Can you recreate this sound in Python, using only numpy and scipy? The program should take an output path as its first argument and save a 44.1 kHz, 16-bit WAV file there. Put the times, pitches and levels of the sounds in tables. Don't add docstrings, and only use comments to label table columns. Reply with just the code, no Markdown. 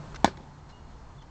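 import sys
import numpy as np
from scipy import signal
from scipy.fft import rfft, irfft
from scipy.io import wavfile

SR = 44100
rng = np.random.default_rng(int(sys.argv[2]) if len(sys.argv) > 2 else 0)


def output_pcm(signal):
    pcm = np.clip(np.atleast_2d(signal).T, -1, 1) * 32767
    wavfile.write(sys.argv[1], SR, np.round(pcm).astype(np.int16))


def voltage_ratio(decibels):
    exponent = np.asarray(decibels, float) / 20
    return 10 ** exponent


N = 57330
HIT_S = 0.2451
RADIATE_ABOVE_HZ = 107


def rms_one(x):
    return x / np.sqrt(np.mean(x ** 2) + 1e-20)


def clock():
    return np.arange(N) / SR


def at_hz(points, hz):
    table = np.array(points)
    return np.interp(np.log(hz), np.log(table[:, 0]), table[:, 1])


def at_time(points):
    return np.interp(clock(), *np.transpose(points))


def drift(rate):
    step = 40
    r = np.exp(-2 * np.pi * step * rate / SR)
    noise = rng.standard_normal(N // step + 2002)
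    slow = signal.lfilter([1], [1, -2 * r, r * r], noise)[2000:]
    return np.interp(np.arange(N) / step, np.arange(len(slow)), rms_one(slow))


def ring(x, hz, t60):
    r = voltage_ratio(-60 / (t60 * SR))
    w = 2 * np.pi * hz / SR
    return signal.lfilter([0, np.sin(w)], [1, -2 * r * np.cos(w), r * r], x + 1e-18)


def tone(hz):
    return np.sin(2 * np.pi * np.cumsum(hz) / SR)


def dull(x, hz):
    return signal.sosfilt(signal.butter(2, min(hz, .45 * SR), fs=SR, output="sos"), x)


def thin(x, hz):
    return signal.sosfilt(signal.butter(2, hz, "high", fs=SR, output="sos"), x)


def colour(x, spectrum):
    hz = np.maximum(np.fft.rfftfreq(N, 1 / SR), 1)
    inside = (hz > spectrum[0][0] / 2) & (hz < spectrum[-1][0] * 1.1)
    return rms_one(irfft(rfft(x) * voltage_ratio(at_hz(spectrum, hz)) * inside, N))


def bands(spectrum, gain):
    spec = rfft(colour(rng.standard_normal(N), spectrum))
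    hz = np.fft.rfftfreq(N, 1 / SR)
    edges = 14 * 2 ** np.arange(0, 9.7, 1 / 3)
    out = np.zeros(N)
    for low, high in zip(edges, edges[1:]):
        band = irfft(spec * ((hz >= low) & (hz < high)), N)
        out += gain(np.sqrt(low * high)) * band
    return out


def swell(start, length, rise):
    t = clock() - start
    fall = np.clip((t - rise) / (length - rise), 0, 1)
    return np.clip(t / rise, 0, 1) * np.cos(np.pi / 2 * fall) ** 2


# (frequency [Hz], level [dB])
STREET = [(53, -24), (90, -5.5), (151, -5), (243, -12), (531, -18.5), (941, -15), (2490, -32), (7110, -37),
          (8610, -47), (11200, -85), (18900, -120)]
# (time [s], level [dB])
HUM = [(0, 14), (0.061, -6), (.45, 2), (.65, 4), (.75, -5.5), (1.1, -5.5), (1.2, 6), (1.3, -30)]
STREET_DB, TYRE_DB, HUM_DB, WHINE_DB = -52.5, -64.5, -54, -75.5
TYRE_HZ, TYRE_T60_S = 886, 0.012
HUM_HZ, HUM_WIDTH_HZ, WHINE_HZ = 146.4, 3.37, 4280


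def street():
    shared = drift(3.8)
    hiss = bands(STREET, lambda hz: voltage_ratio(.4 * shared + .9 * drift(12)))
    tyres = ring(rng.standard_normal(N), TYRE_HZ, TYRE_T60_S)
    tyres = rms_one(ring(tyres, TYRE_HZ, TYRE_T60_S)) * voltage_ratio(3.2 * drift(16))
    hum = tone(HUM_HZ + HUM_WIDTH_HZ * drift(13)) * voltage_ratio(at_time(HUM))
    whine = np.sin(2 * np.pi * WHINE_HZ * clock()) * voltage_ratio(1.5 * drift(25))
    return voltage_ratio(STREET_DB) * hiss + voltage_ratio(TYRE_DB) * tyres + voltage_ratio(HUM_DB) * hum + voltage_ratio(WHINE_DB) * whine


# (frequency [Hz], level [dB])
WIND = [(8.8, -49), (15, 2), (64, 5.5), (108, -4), (144, -10.5), (200, -32), (260, -68), (440, -120)]
# (time [s], level [dB])
GUST = [(0, 0), (.15, 11.5), (.3, 6.5), (.5, -0.5), (.8, 7), (1.0, 5), (1.3, 5.5)]
WIND_DB = -55


def wind():
    strength_db = WIND_DB + at_time(GUST) + 0.95 * drift(9.7)
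    return voltage_ratio(strength_db) * colour(rng.standard_normal(N), WIND)


# (time [s], length [s], level [dB])
SCUFFS = [
    (.1448, .012, -45),
    (.151, .02, -52),
    (.158, .017, -45),
    (.690, .05, -58),
    (1.218, .022, -59),
]
# (frequency [Hz], level [dB])
SCUFF = [(900, -9.5), (1500, 8), (2600, -5), (4100, -4.5), (6200, -6.5), (7500, -14.5), (8500, -25)]
# (time [s], length [s], level [dB])
SQUEAKS = [
    (.1455, .010, -56),
    (.1505, .025, -55),
    (.1585, .015, -56),
    (.697, .012, -60),
    (.705, .012, -61),
    (.718, .01, -65),
]
SQUEAK_HZ = [4000, 1300, 6100, 4150, 4150, 4150]
GRIT_PER_S, SQUEAK_WOBBLE_HZ = 5000, 40
HEEL_DB, HEEL_HZ, HEEL_T60_S = -31, 1300, 0.011


def scuffs():
    hits = rng.random(N) < GRIT_PER_S / SR
    strength = voltage_ratio(2.0 * np.minimum(rng.exponential(1, N), 4))
    grit = hits * strength * rng.choice([-1, 1], N)
    out = colour(grit, SCUFF) * sum(voltage_ratio(db) * swell(s, length, 0.0016) for s, length, db in SCUFFS)
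    for (s, length, db), hz in zip(SQUEAKS, SQUEAK_HZ):
        squeak = np.sqrt(2) * tone(hz + SQUEAK_WOBBLE_HZ * drift(150))
        out = out + voltage_ratio(db) * swell(s, length, 0.0017) * squeak
    heel = np.zeros(N)
    heel[int(SCUFFS[0][0] * SR)] = -voltage_ratio(HEEL_DB)
    return out + ring(heel, HEEL_HZ, HEEL_T60_S)


# (frequency [Hz], level [dB], time to fall 60 dB [s])
BAT = [(293, -12.5, 0.031), (370, -16, 0.03), (721, -6.5, 0.016), (877, 1, 0.012), (1028, -20, 0.059),
       (1505, -20, 0.059), (1705, -7.5, 0.011), (2160, -13.5, 0.017), (2984, -28, 0.033),
       (3540, -11.5, 0.009), (3947, -14, 0.009), (4910, -14.5, 0.0092), (5536, -11.5, 0.0098),
       (6495, -6, 0.0087)]
HIT_DB, CONTACT_HZ = -3.5, 5000
SNAP_DB, SNAP_T60_S, SNAP_ABOVE_HZ = -16, 0.012, 3570


def bat():
    t = clock() - HIT_S
    click = np.zeros(N)
    click[int(HIT_S * SR)] = -voltage_ratio(HIT_DB)
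    contact = dull(click, CONTACT_HZ)
    modes = sum(voltage_ratio(db) * ring(contact, hz, t60) for hz, db, t60 in BAT)
    fade = voltage_ratio(SNAP_DB - 60 * np.maximum(t, 0) / SNAP_T60_S) * (t > 0)
    snap = fade * thin(rng.standard_normal(N), SNAP_ABOVE_HZ)
    return snap + thin(modes, RADIATE_ABOVE_HZ)


def ground(x):
    lag = int(0.001825 * SR)
    late = np.r_[np.zeros(lag), x[:N - lag]]
    return -voltage_ratio(-9) * dull(late, 5000)


# (delay [s], level [dB], thin below [Hz], dull above [Hz], smear [s])
ECHOES = [(.0075, -14, 201, 2500, 0.00036), (0.01, -31, 150, 500, 0.0026),
          (.0138, -10.5, 1510, 7000, 0.00052), (.0330, -16, 1220, 3450, 0.0044),
          (0.039, -23, 150, 478, 0.0036), (.0520, -29, 150, 453, .005), (0.1264, -21.5, 2920, 5000, .003),
          (.1270, -26, 1300, 2200, 0.0087), (.127, -23.5, 180, 424, 0.0078), (.155, -24, 150, 500, 0.018),
          (0.16, -32.5, 2500, 5000, .015), (0.182, -31.5, 151, 430, .012), (0.185, -34, 2500, 4500, 0.013)]
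# (frequency [Hz], time to fall 60 dB [s])
SCATTER_T60 = [(100, 0.15), (300, 0.24), (800, 0.23), (2000, 0.16), (4000, 0.18), (8000, 0.13)]
# (frequency [Hz], level [dB])
SCATTER = [(80, 3), (300, -5.5), (700, -17), (1200, -13), (1800, -14.5), (2800, -22), (4800, -17.5),
           (8600, -29)]
SCATTER_DB = -26.5


def yard(x):
    out = np.zeros(N)
    for delay, db, low_hz, high_hz, smear in ECHOES:
        spray = np.exp(-np.arange(2000) / SR / smear) * rng.standard_normal(2000) * 0.34
        spray[0] = 1
        spray = spray / np.sqrt(np.sum(spray ** 2))
        lag = int(delay * SR)
        echo = signal.fftconvolve(x, spray)[:N - lag]
        echo = dull(dull(echo, high_hz), high_hz)
        out[lag:] += voltage_ratio(db) * thin(thin(echo, low_hz), low_hz)
    t = clock() - HIT_S
    tail = bands(SCATTER, lambda hz: voltage_ratio(-60 * np.maximum(t, 0) / at_hz(SCATTER_T60, hz)))
    return out + voltage_ratio(SCATTER_DB) * tail * np.clip(t / 0.0013, 0, 1)


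# (frequency [Hz], level [dB], time to fall 60 dB [s])
TEE = [(239, -10, 0.034), (384, -9, 0.062), (560, -2, 0.018), (675, -30, 0.035)]
TEE_S, TEE_DB = 0.2770, -20.5


def tee():
    click = np.zeros(N)
    click[int(TEE_S * SR)] = -voltage_ratio(TEE_DB)
    knock = dull(click, 1400)
    return thin(sum(voltage_ratio(db) * ring(knock, hz, t60) for hz, db, t60 in TEE), RADIATE_ABOVE_HZ)


# (time [s], length [s], level [dB])
WHISTLES = [
    (0.72, 0.12, -67),
    (.83, 0.11, -75.5),
    (.95, 0.038, -77),
]
# (time [s], length [s], level [dB], top pitch [Hz], fall [Hz])
CHIRPS = [
    (1.180, .020, -64, 3530, 260),
    (1.207, .015, -64, 3490, 200),
    (1.2195, .011, -65, 3130, 300),
]
WHISTLE_HZ, WHISTLE_RISE_S = 2862, 0.0085


def birds():
    t = clock()
    whistle = tone(WHISTLE_HZ + 2.4 * drift(13)) * voltage_ratio(1.1 * drift(30))
    out = sum(voltage_ratio(db + 6) * swell(s, length, WHISTLE_RISE_S) * whistle for s, length, db in WHISTLES)
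    for s, length, db, top_hz, fall_hz in CHIRPS:
        u = np.clip((t - s) / length, 0, 1)
        bend_hz = np.where(u < .4, 260, fall_hz)
        hz = top_hz - bend_hz * (np.abs(u - .4) / .5) ** 2
        out = out + voltage_ratio(db + 5) * np.sin(np.pi * u) ** 0.46 * tone(hz)
    return out


GAIN_BEFORE_DB, GAIN_FALL_S = 5.5, 0.11


def scene():
    crack = bat()
    since_hit = np.maximum(clock() - HIT_S, 0)
    gain = voltage_ratio(GAIN_BEFORE_DB * np.exp(-since_hit / GAIN_FALL_S))
    strike = crack + ground(crack) + yard(crack) + tee()
    around = gain * street() + wind() + scuffs() + birds()
    return (strike + around)[None]


def top_cut(x):
    return signal.sosfilt(signal.butter(12, 16500, fs=SR, output="sos"), x)


LIMIT_TOP, LIMIT_HARDNESS = 0.72, 4.9
CUTOFF_HZ, CLIP_TOP = 8720, 0.705


def record(dry):
    x = dry / (1 + np.abs(dry / LIMIT_TOP) ** LIMIT_HARDNESS) ** (1 / LIMIT_HARDNESS)
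    x = signal.sosfilt(signal.cheby2(14, 70, CUTOFF_HZ * 1.078, fs=SR, output="sos"), x)
    mix = np.clip(x, -CLIP_TOP, CLIP_TOP)
    return top_cut(mix)


dry = scene()
out = record(dry)
output_pcm(out)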